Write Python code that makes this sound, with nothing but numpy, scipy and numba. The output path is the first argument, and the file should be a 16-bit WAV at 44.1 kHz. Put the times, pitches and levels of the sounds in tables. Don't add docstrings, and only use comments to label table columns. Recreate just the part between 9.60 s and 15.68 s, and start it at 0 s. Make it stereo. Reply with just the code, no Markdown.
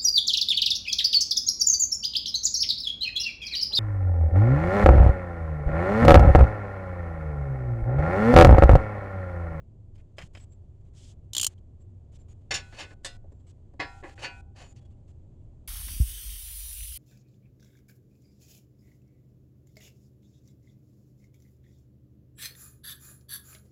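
import sys
import numpy as np
from scipy import signal
from scipy.fft import rfft, irfft, next_fast_len
from scipy.io import wavfile
from scipy.ndimage import uniform_filter1d
from numba import njit

SR = 44100
rng = np.random.default_rng(int(sys.argv[2]) if len(sys.argv) > 2 else 0)


def undo_db(level):
    steps = np.asarray(level, float) / 20
    return 10 ** steps


def wrap_up_sound(samples):
    columns = np.atleast_2d(samples).T
    tamed = np.clip(columns, -1, 1)
    steps = np.round(tamed * 32767).astype(np.int16)
    wavfile.write(sys.argv[1], SR, steps)


N = 267951
EARS = np.array([1, -1])
BANDS_HZ = 280 * 2 ** np.arange(0, 5.8, .5)


def colour(x, points):
    hz, db = np.transpose(points)
    size = next_fast_len(x.shape[-1])
    f = np.fft.rfftfreq(size, 1 / SR) + 1
    weight = undo_db(np.interp(np.log(f), np.log(hz), db))
    y = irfft(rfft(x, size) * weight, size)[..., :x.shape[-1]]
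    return y / np.sqrt(np.mean(y ** 2))


def play(tables, silent):
    t = np.arange(N) / SR
    out = np.tile(np.array(silent, float)[:, None], N)
    for table in tables:
        s, *columns = np.transpose(table)
        on = (t >= s[0]) & (t <= s[-1])
        out[:, on] = [np.interp(t[on], s, c) for c in columns]
    return out


def held(start, end, db, attack, release, edge_db):
    full, falls = start + attack, max(end - release, start + attack)
    return [(start, db + edge_db), (full, db), (falls, db), (end, db + edge_db)]


def walk(rate):
    k = int(SR / rate)
    steps = np.repeat(rng.standard_normal(N // k + 1), k)
    return uniform_filter1d(uniform_filter1d(steps, k), k)[:N]


def grit(size, spread_db):
    return rng.standard_normal(size) * undo_db(spread_db * rng.standard_exponential(size) - spread_db)


def ports(size, alike, spread_db):
    return np.sqrt(alike) * grit(size, spread_db) + np.sqrt(1 - alike) * grit((2, size), spread_db)


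def lean(hz, left_db):
    return np.interp(np.log(hz), np.log([200, 2000, 7000, 13000]), left_db)


@njit
def ring(x, pole, gain):
    out = np.zeros((2, len(x)))
    for m in range(len(pole)):
        z = 0j
        for i in range(len(x)):
            z = z * pole[m] + x[i]
            out[0, i] += (gain[0, m] * z).imag
            out[1, i] += (gain[1, m] * z).imag
    return out


HUB_LAG = -20
# f/Hz, left lead/rad, left minus right/dB
HUB_PORTS = [(764, 0.2, 3), (969, -0.1, 16), (1120, 1.4, 9), (1378, -1.1, 8), (1486, 0.6, -5),
             (1615, -2.3, 2), (1717, -0.1, 2), (1852, -1.8, 9), (1960, 1.5, 8), (1997, -2.4, 7),
             (2116, -2.2, 9), (2374, 0.2, 0), (2525, 1.3, 1), (2686, -0.5, 2), (2805, -0.2, 5),
             (3025, 0.8, 12), (3284, 0.2, 6), (3397, 1.1, 1), (3634, -2.4, 9), (4016, -1.6, 1),
             (4387, 1.2, 19), (4506, -0.1, 17), (4990, -0.7, 10), (5039, 0.8, 3), (5254, 1.1, 9),
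             (5529, 2.8, 8), (5755, 0.3, 6), (7154, -0.0, 4), (1647, -1.9, 0), (1771, -0.6, -3),
             (2600, 1.7, 2), (3860, 0.3, 0), (545, 0.2, 4), (6981, -0.7, 15), (790, -0.0, 3),
             (706, -0.2, 1), (2981, 1.7, 10)]


def body(modes, left_db):
    hz, db, t60 = np.transpose(modes)
    longest = np.maximum(1.15 * (800 / hz) ** .75, 2.4 * (800 / hz) ** 2)
    t60 = np.clip(t60, .004, longest)
    turn = rng.uniform(-1, 1, len(hz)) * np.minimum(hz / 2500, .8)
    pan_db = lean(hz, left_db)
    for mode_hz, lead, mode_db in HUB_PORTS:
        turn[hz == mode_hz] = lead / 2 + np.pi * mode_hz * HUB_LAG / SR
        pan_db[hz == mode_hz] = mode_db
    paths = np.exp(1j * np.outer(EARS, turn)) * undo_db(np.outer(EARS, pan_db) / 2)
    pole = np.exp(2j * np.pi * hz / SR - np.log(1000) / (t60 * SR))
    return hz, db, pole, paths, left_db


def bands(x, part, blur_hz):
    size = next_fast_len(x.shape[-1])
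    f = np.fft.rfftfreq(size, 1 / SR) + 1
    peaks = 0.25 + sum(undo_db(db) / (1 + ((f - hz) / blur_hz) ** 2) for hz, db in zip(*part[:2]))
    split = np.exp(-(np.log2(f / BANDS_HZ[:, None, None]) / .3) ** 2)
    y = irfft(rfft(x, size) * peaks * split, size)[..., :x.shape[-1]]
    return y / np.sqrt(np.mean(y ** 2, axis=(1, 2), keepdims=True))


LESSER_RING_DB = -5.5


def strike(rows, part, nodes_hz, edge_db, ring_db, hold, blur_hz, lag):
    hz, db, pole, paths, left_db = part
    out, size = np.zeros((2, N + SR)), 16384
    t = np.arange(size) / SR
    rise = np.sin(np.pi / 2 * np.minimum(t / .0008, 1)) ** 2
    hardest_db = None
    for s, peak_db, low_db, bright_db, centre_hz, t60, pan_db in sorted(rows, key=lambda row: -row[1]):
        levels_db = [low_db + edge_db[0], low_db, 0, bright_db, bright_db + edge_db[1], bright_db + edge_db[2]]

        def tilt(f):
            slope = np.interp(np.log(f), np.log(nodes_hz), levels_db)
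            return slope + 5 * np.exp(-(np.log2(f / centre_hz) / 0.06) ** 2)

        fade = np.clip(0.86 * t60, .015, .15) * (2500 / BANDS_HZ[:, None]) ** 0.15
        shape = rise * undo_db(-60 * np.maximum(t - hold * fade, 0) / fade)
        weight = undo_db(tilt(BANDS_HZ)[:, None] + np.outer(lean(BANDS_HZ, left_db), EARS) / 2)
        noise = bands(ports(size, .45, 1.2), part, blur_hz)
        crash = np.sum(noise * shape[:, None] * weight[..., None], axis=0)

        blow = np.zeros(SR) + 1e-18
        blow[0] = 1
        spin = np.exp(2j * np.pi * rng.random(len(hz)))
        if hardest_db is None:
            hardest_db, spot_db = tilt(hz), 0
        else:
            spot_db = 0.5 * (tilt(hz) - hardest_db) + LESSER_RING_DB
        y = ring(blow, pole, paths * undo_db(db + spot_db + ring_db) * spin)
        y[:, :size] *= np.minimum(t / 0.00055, 1)
        y[:, :size] += crash
        y *= undo_db(peak_db - 10.0 + pan_db * EARS[:, None] / 2)

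        start = int(s * SR)
        late = int(lag < 0)
        out[late, start + abs(lag):start + SR] += y[late, :SR - abs(lag)]
        out[1 - late, start:start + SR] += y[1 - late]
    return out[:, :N]


TRAFFIC_DB, AIR_DB = -47.5, -64.5
# f/Hz, level/dB per Hz
TRAFFIC = [(12, -38), (20, 3), (32, -12), (93, -1), (163, -16), (187, -21), (239, -21), (316, -26),
           (363, -23.5), (440, -31), (613, -32), (658, -33.5), (1300, -55), (1690, -93.5), (2860, -120)]
# f/Hz, level/dB per Hz
AIR = [(590, -12), (1000, -10.5), (1570, -14.5), (3380, -12.5), (3840, -16.5), (4520, -16), (5250, -20.5),
       (7270, -12), (16000, -48)]
# t/s, level/dB
PASSING = [
    (0.0, -50.5),
    (1.2, -54),
    (1.5, -47.5),
    (2.9, -50),
    (3.9, -56),
    (5.0, -47),
    (5.83, -42),
    (6.07, -50),
]


def yard():
    mid, side = rng.standard_normal((2, N))
    side_points = [(20, -1.0), (60, -10.5), (125, -17.0), (250, -8.0), (600, -6.5), (20000, -1.5)]
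    side = colour(side, side_points) * undo_db(-2.5)
    swell_db = np.interp(np.arange(N) / SR, *np.transpose(PASSING))
    rumble_db = TRAFFIC_DB + 0.17 * (swell_db - swell_db.mean())
    rumble = colour(mid + np.outer(EARS, side), TRAFFIC) * undo_db(rumble_db)
    return rumble + colour(rng.standard_normal((2, N)), AIR) * undo_db(AIR_DB + walk(2.2))


def bird(calls, wobble_hz):
    hz = play([[(a, first_hz), (b, last_hz)] for a, b, first_hz, last_hz, _ in calls], [3000])[0]
    db = play([held(a, b, db, .017, .012, -13) for a, b, *_, db in calls], [-200])[0]
    phase = [np.cumsum(hz + wobble_hz * walk(540)) * 2 * np.pi / SR for _ in EARS]
    return np.sqrt(2) * uniform_filter1d(undo_db(db), size=200) * undo_db(2.1 * walk(63)) * np.sin(phase)


# start t/s, end t/s, first f/Hz, last f/Hz, level/dB
HIGH_BIRD = [
    (0.735, 0.8, 7400, 7850, -88),
    (0.795, 0.86, 7840, 7730, -82),
    (0.89, 0.96, 7500, 7520, -77.5),
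    (2.195, 2.25, 7350, 7540, -82),
    (2.585, 2.65, 7440, 7200, -84),
    (2.68, 2.74, 6800, 6850, -84.5),
    (3.71, 3.845, 7300, 7600, -87),
    (3.855, 3.92, 7800, 7570, -84),
    (4.99, 5.14, 7120, 6970, -81.5),
]
LOW_BIRD = [
    (5.17, 5.28, 3420, 3310, -80),
    (5.29, 5.35, 3250, 2700, -79.5),
]


def birds():
    return bird(HIGH_BIRD, 180) * undo_db(20.0) + bird(LOW_BIRD, 40.83) * undo_db(14)


# start t/s, end t/s, level/dB
RUBS = [
    (0.57, 0.678, -64),
    (1.348, 1.53, -53),
    (2.532, 2.578, -58),
    (3.87, 3.927, -63.5),
]
# f/Hz, level/dB per Hz
RUB = [(710, -58), (1200, -20), (1430, -19), (2680, -5.5), (3090, 2), (3910, -3.5), (7710, -0.5),
       (14000, -35)]


def rubs():
    level_db = play([held(*row, attack=.028, release=.014, edge_db=-12.5) for row in RUBS], [-200])
    hiss = colour(rng.standard_normal((2, N)), RUB) * undo_db(level_db + 1.5 * walk(70) + 2.5 * EARS[:, None])
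    t = np.arange(N) / SR - .64
    return hiss + undo_db(-34.5) * np.exp(-(t / 0.005) ** 2) * np.sin(2 * np.pi * 125 * t)


# t/s, level/dB, low/dB, bright/dB, crash t60/s
CLINKS = [(0.355, -54, -19, -1, .11), (0.378, -53, -14, -13, 0.099), (0.395, -50, -20, -21, 0.099),
          (0.583, -33.5, -6, -9, 0.075), (0.5875, -34.5, -10.5, -12, 0.037), (0.599, -45, -0.5, -18, 0.14),
          (0.6144, -40, -11, -13, 0.069), (0.622, -41, -14, -8, .08), (0.7496, -36, -12, -13.5, 0.037),
          (0.7545, -40, -12, -20, 0.043), (0.762, -51, -19, -8, 0.077), (0.7722, -41, -9, -12, 0.031),
          (0.7755, -44.5, -23, -12, 0.047), (0.797, -55, -24, -4, 0.12)]
# f/Hz, level/dB, t60/s
TOOL = [(590, 16, 0.023), (1820, -1, .06), (3110, 11, 0.043), (5103, 2.5, 0.053), (7120, 4.5, 0.018)]


def clinks():
    rows = [(s, peak_db, low_db, bright_db, 2220, t60, 0) for s, peak_db, low_db, bright_db, t60 in CLINKS]
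    nodes_hz = [250, 650, 2500, 7000, 11500, 16500]
    tool = body(TOOL, [.1, 1.0, 1.8, 0.091])
    return strike(rows, tool, nodes_hz, [-3, -9, -25], -1.1, 0.048, 680, lag=0) * undo_db(-5.0)


HEAD_HZ, HEAD_SAG_HZ_PER_S, HEAD_REST_HZ, HEAD_FREE_HZ, BENDS_UNDER_HZ = 3580, 5500, 3080, 3260, 4000
TICK_LATE_S, TICK_T60_S = 0.0019, 0.017
# f/Hz, level/dB per Hz
TICK = [(250, -21), (600, -1.5), (2000, 0), (5000, -23)]
# f/Hz, level/dB, t60/s
RATCHET = [(2850, -6, .025), (3170, 1, .03), (3400, 1, .028), (4430, -20, .02), (5980, -9, .025),
           (6800, 0, .028), (7350, -1, .025), (8600, -8, .02), (9400, -9, .018), (11300, -17, .015),
           (14500, -22, .02)]
# t/s, level/dB, tick level/dB, bright/dB
CLICKS = [(1.733, -32, -38, 5.5), (1.7493, -22.5, -25, -1), (1.7653, -20, -23, 1.5),
          (1.7799, -23.5, -25, 9), (1.7965, -21.5, -28.5, 1.5), (1.812, -25.5, -33.5, 12.5),
          (1.8291, -24, -21, 8.5), (1.8325, -30, -30.5, 8), (1.8442, -25, -15.5, 13.5),
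          (1.865, -28.5, -11, 17.5), (1.979, -50.5, -23, -18)]


def ratchet():
    clicks, t = 0, np.arange(N) / SR
    tick = colour(rng.standard_normal(N), TICK)
    nodes_hz = [250, 2100, 2900, 7700, 12000, 16500]
    for s, peak_db, tick_db, bright_db in CLICKS:
        pitch = max(HEAD_HZ - HEAD_SAG_HZ_PER_S * (s - CLICKS[0][0]), HEAD_REST_HZ)
        head = []
        for hz, db, t60 in RATCHET:
            bent_hz = hz * pitch / HEAD_FREE_HZ if hz < BENDS_UNDER_HZ else hz
            upper_db = .4 * bright_db * (hz > 5000)
            head.append((bent_hz, db + upper_db, t60))
        row = (s, peak_db, -28, bright_db, pitch, .036, -7.5)
        clicks = clicks + strike([row], body(head, [-2.0, -3.5, 16, -6.5]), nodes_hz,
                                 [-1.5, -11, -28], 3.6, 0.059, 180, lag=42)
        fall_db = -60 * np.abs(t - s) / TICK_T60_S
        clicks += (t > s + TICK_LATE_S) * tick * undo_db(peak_db + tick_db + 7.5 + fall_db)
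    return clicks * undo_db(2.5)


THUD_DB, THUD_HZ, THUD_T60_S = -22.5, 96, 0.32


def thuds():
    t, level = np.arange(N) / SR, 0
    for s, db, *_ in KNOCKS + CLANKS + CHATTER + SEATING:
        level = level + (t > s) * undo_db(db + THUD_DB - 60 * np.abs(t - s) / THUD_T60_S)
    boom = [(THUD_HZ / 4, -20), (THUD_HZ, 0), (THUD_HZ * 4, -24), (THUD_HZ * 16, -60)]
    return level * colour(rng.standard_normal(N), boom)


# f/Hz, level/dB (unused: SPOTS sets it for each spot struck), t60/s
HUB = [(764, -15, 0.9), (969, -4, 0.46), (1120, -7, 0.23), (1378, -15, 2.2), (1486, -4, 0.76),
       (1615, -16, 0.38), (1717, 0, 0.23), (1852, -10, 0.36), (1960, -8, 0.32), (1997, -7, 0.26),
       (2116, -4, 0.31), (2374, -11, 0.38), (2525, -5, 0.45), (2686, -10, 0.32), (2805, -5, 0.21),
       (3025, 0, 0.12), (3284, -15, 0.31), (3397, -15, 0.52), (3634, -11, 0.2), (4016, -12, 0.31),
       (4387, -6, 0.2), (4506, -10, 0.2), (4990, -15, 0.28), (5039, -17, 0.27), (5254, -15, 0.31),
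       (5529, -10, 0.14), (5755, -18, 0.26), (7154, -22, 0.3),
       (1647, -10, .08), (1771, -4, .12), (2600, -10, .12), (3860, -14, .15), (545, -12, .15),
            (6981, -14, .07), (790, -15, 1.1), (706, -13, .55), (2981, -8, .16)]
# f/Hz, plate/dB, socket/dB, rim/dB, bolt/dB
SPOTS = [(764, -28, -34, -15, -21), (969, -25, -40, -6, -11), (1120, -12, -19, -1, -10),
         (1378, -26, -34, -13, -17), (1486, -8, -24, -11, -6), (1615, -13, -26, -7, -13),
         (1717, 0, -29, 4, -3), (1852, -17, -26, -5, -10), (1960, -8, -17, -9, -14), (1997, -6, -34, 1, -9),
         (2116, -1, -28, -4, -7), (2374, -18, -44, -16, -6), (2525, -10, -35, -5, -1),
         (2686, -9, -27, -15, -13), (2805, -6, -15, -12, 0), (3025, -10, -23, -23, -1),
         (3284, -15, -29, -16, -19), (3397, -12, -27, -18, -21), (3634, -8, -6, -17, -16),
         (4016, -8, -17, -8, -17), (4387, -12, -28, -12, -11), (4506, -28, -31, -14, -4),
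         (4990, -21, -28, -13, -21), (5039, -14, -17, -16, -24), (5254, -15, -26, -14, -31),
         (5529, -8, -28, -25, -25), (5755, -16, -50, -31, -35), (7154, -17, -33, -26, -34),
         (1647, -17, -13, -16, -7), (1771, -9, -8, -2, -2), (2600, -9, -27, -12, -4),
         (3860, -25, -24, -20, -17), (545, -17, -9, -14, -3), (6981, -36, -41, -38, -21),
         (790, -29, -41, -19, -18), (706, -25, -22, -13, -12), (2981, -7, -16, -12, -15)]


def spot(axis):
    return [(hz, row[axis], t60) for (hz, _, t60), row in zip(HUB, SPOTS)]


# f/Hz, level/dB, t60/s
DISC = [(801, -13, 2.2), (930, -21.5, 0.5), (305, -9, 0.22), (466, -29, 0.16)]


def rim():
    return body(spot(axis=3) + DISC, [0.0, 4, 10.5, -14.0])


def bolt():
    return body(spot(axis=4) + DISC, [-3.5, 5.5, 13, -12.0])


HUB_NODES_HZ = [250, 650, 2500, 7000, 10500, 13500]
FREE_T60_S, MUFFLED_T60_S, MUFFLED_OVER_DB = 0.16, 0.088, 15


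def centred(rows):
    return [(*row, MUFFLED_T60_S if row[2] > MUFFLED_OVER_DB else FREE_T60_S, 0) for row in rows]


TOUCH_DB, LIFT_DB, SCRAPE_BRIGHT_DB = -13, -19, -14.5
SCRAPE_RING_DB = -61
# start t/s, hardest t/s, end t/s, level/dB, low/dB
SCRAPES = [
    (3.112, 3.148, 3.27, -52, -9.5),
    (3.163, 3.206, 3.254, -39, -2.5),
    (3.293, 3.319, 3.31, -56.5, -7),
    (4.457, 4.516, 4.5, -57.5, 10),
    (4.592, 4.64, 4.648, -41, 3),
    (4.95, 5.02, 5.08, -47, -1),
    (5.148, 5.169, 5.53, -66, -8),
]


def scrapes():
    strokes = []
    for start, top, end, db, low in SCRAPES:
        strokes.append([(start, db + TOUCH_DB, low), (top, db, low), (end, db + LIFT_DB, low)])
    level_db, low_db = play(strokes, [-200, 0])
    part = bolt()
    hz, db, pole, paths, left_db = part
    slips = bands(ports(N, .3, 2.2), part, 80) * undo_db(level_db + 2.5 * walk(120))

    octave, nodes = np.log(BANDS_HZ), np.log([650, 2500, 7000])
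    low = np.interp(octave, nodes, [0.86, 0.064, 0.046])[:, None]
    bright = np.interp(octave, nodes, [0.035, 0.021, 0.6])[:, None]
    roll_db = np.interp(BANDS_HZ, [300, 600, 1500, 3000, 8000, 14000], [-19.5, -3.5, -8.5, -4, -2.5, -44])
    tilt_db = low * low_db + bright * SCRAPE_BRIGHT_DB + roll_db[:, None]
    weight = undo_db(tilt_db[:, None] + np.outer(lean(BANDS_HZ, left_db), EARS)[..., None] / 2)
    scrape = np.sum(slips * weight, axis=0)
    return scrape * undo_db(-3.0) + ring(scrape[0] + 1e-18, pole, paths * undo_db(db + SCRAPE_RING_DB))


# t/s, level/dB, low/dB, bright/dB, crash centre f/Hz
SEATING = [
    (3.4465, -39.5, -6, 6.5, 3170),
]
# f/Hz, level/dB, t60/s
SOCKET = [(801, -34, 1.5), (3500, -5, 0.1), (4210, -16, 0.22), (4600, -12, 0.1), (8000, -6, 0.1),
          (8390, -14, 0.092)]


def seating():
    socket = body(SOCKET + spot(axis=2), [2.4, 2.9, 11.0, 11.0])
    return strike(centred(SEATING), socket, HUB_NODES_HZ, [-4, -12, -45], 17.0, 0.092, 75, lag=HUB_LAG)


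RESTS_S, RESTING_T60_S = 3.125, .6
# t/s, level/dB, low/dB, bright/dB, crash centre f/Hz
CLANKS = [
    (2.9074, -24, -10, -4, 2730),
    (2.9405, -25.5, -15, 3, 6975),
    (2.9594, -35, -14, -14, 2950),
]
CHATTER = [
    (3.1248, -49.5, 2, -20, 1490),
    (3.147, -55, -5.5, -16, 2900),
    (3.1846, -42.5, -33, -18, 3175),
    (3.1976, -46, -3, -18, 3450),
    (3.2061, -38, -12, -6, 3130),
    (3.2256, -41.5, -36, -18, 2950),
    (3.241, -54, 5.5, -30, 2900),
    (3.3055, -54, 5, -17.5, 1483),
]
# f/Hz, level/dB, t60/s
PLATE = [(2700, -4.5, .08), (3650, -2, 0.0702), (5800, -10.5, .1), (794, -12, .12), (802, -28, 1.5),
         (2450, -5.5, 0.064), (3560, -4, .06), (4455, 0.5, .08), (5390, 2.5, .06), (5480, -5, .06),
         (6975, 1.5, 0.04), (7120, -8, 0.0622)]


def clanks():
    plate = body(spot(axis=1) + PLATE, [1.0, 4.0, 12, -9.5])
    edge_db = [-4, -20, -50]
    resting = undo_db(-60 * np.maximum(np.arange(N) / SR - RESTS_S, 0) / RESTING_T60_S)
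    blows = resting * strike(centred(CLANKS), plate, HUB_NODES_HZ, edge_db, 0.101, 0.11, 50, lag=HUB_LAG)
    return blows + strike(centred(CHATTER), plate, HUB_NODES_HZ, edge_db, 0.086, 0.072, 77, lag=HUB_LAG)


RIM_UNTIL_S = 4.56
# t/s, level/dB, low/dB, bright/dB, crash centre f/Hz
KNOCKS = [(3.6412, -77, 30.5, -6, 1813), (3.7203, -70, 20.5, -10, 1844), (4.1364, -67.5, 19.5, 2.5, 1810),
          (4.1946, -26.5, -4, -18.5, 1634), (4.2199, -32.5, -10.5, -26, 1700),
          (4.4268, -45.5, 3, -37, 1450), (4.4382, -46.5, 6.5, -60, 2390), (4.5011, -58, -2, -17, 4500),
          (4.578, -50, 1.5, -26, 1610), (4.6427, -29.5, -10.5, -12.5, 2600), (4.9619, -59, -12, 0, 5750),
          (4.975, -61, -10, -2, 4500), (4.993, -61, -8, 0.5, 4500), (5.012, -61, 3, -4, 1120),
          (5.1612, -61, -25.5, 7, 2220)]


def knocks():
    on_rim = centred([row for row in KNOCKS if row[0] < RIM_UNTIL_S])
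    on_bolt = centred([row for row in KNOCKS if row[0] > RIM_UNTIL_S])
    edge_db = [-4, -16, -40]
    blows = strike(on_rim, rim(), HUB_NODES_HZ, edge_db, 0.1, 0.074, 33, lag=HUB_LAG)
    return blows + strike(on_bolt, bolt(), HUB_NODES_HZ, edge_db, 0.1, 0.087, 24, lag=HUB_LAG)


def scene():
    far = yard() + birds()
    tool = rubs() + clinks() + ratchet()
    return far + tool + thuds() + scrapes() + seating() + clanks() + knocks()


def band_limit(x):
    return signal.sosfilt(signal.butter(12, 16470, fs=SR, output="sos"), x)


GATE_SHUT_DB, GATE_HZ, GATE_SLEW_S, TOP_HZ = -19, 800, 0.0065, 15900
# opens t/s, shuts t/s, level/dB; later rows win
GATE = [(1.208, 1.218, -13), (1.64, 1.65, -14), (2.812, 2.822, -13), (1.248, 1.293, -13.5),
        (0.347, 0.372, -9.5), (0.378, 0.417, -9.5), (0.568, 0.678, -0.5), (0.735, 0.849, -1.5),
        (0.919, 0.938, -8), (1.334, 1.542, -7), (1.728, 1.941, -0.5), (1.983, 1.994, -8.5),
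        (2.203, 2.227, -11.5), (2.52, 2.574, -7), (2.586, 2.625, -8.5), (2.683, 2.734, -4.5),
        (2.908, 3.343, -0.5), (3.435, 3.571, 1.5), (3.718, 3.73, -8), (3.798, 3.815, -12),
        (3.866, 3.919, -5.5), (4.139, 4.142, -0.5), (4.198, 4.416, 0.4), (4.416, 4.429, -5),
        (4.434, 4.546, 2.5), (4.555, 4.58, -1), (4.57, 4.813, 0.3), (4.958, 5.132, -3), (5.156, 5.2, -7.5),
        (5.213, 5.236, -10.5), (5.251, 5.267, -7), (5.303, 5.329, -12.5), (5.477, 5.519, -7.5)]


def record(dry):
    db = play([[(a, db), (b, db)] for a, b, db in GATE], [GATE_SHUT_DB])[0]
    gain = undo_db(uniform_filter1d(db, int(GATE_SLEW_S * SR) + 1))
    bass = signal.sosfiltfilt(signal.butter(2, GATE_HZ, fs=SR, output="sos"), dry, padlen=SR // 10)
    gated = bass + gain * (dry - bass)
    heard = signal.sosfilt(signal.butter(8, TOP_HZ, fs=SR, output="sos"), gated)
    return band_limit(heard)


dry = scene()
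out = record(dry)
wrap_up_sound(out)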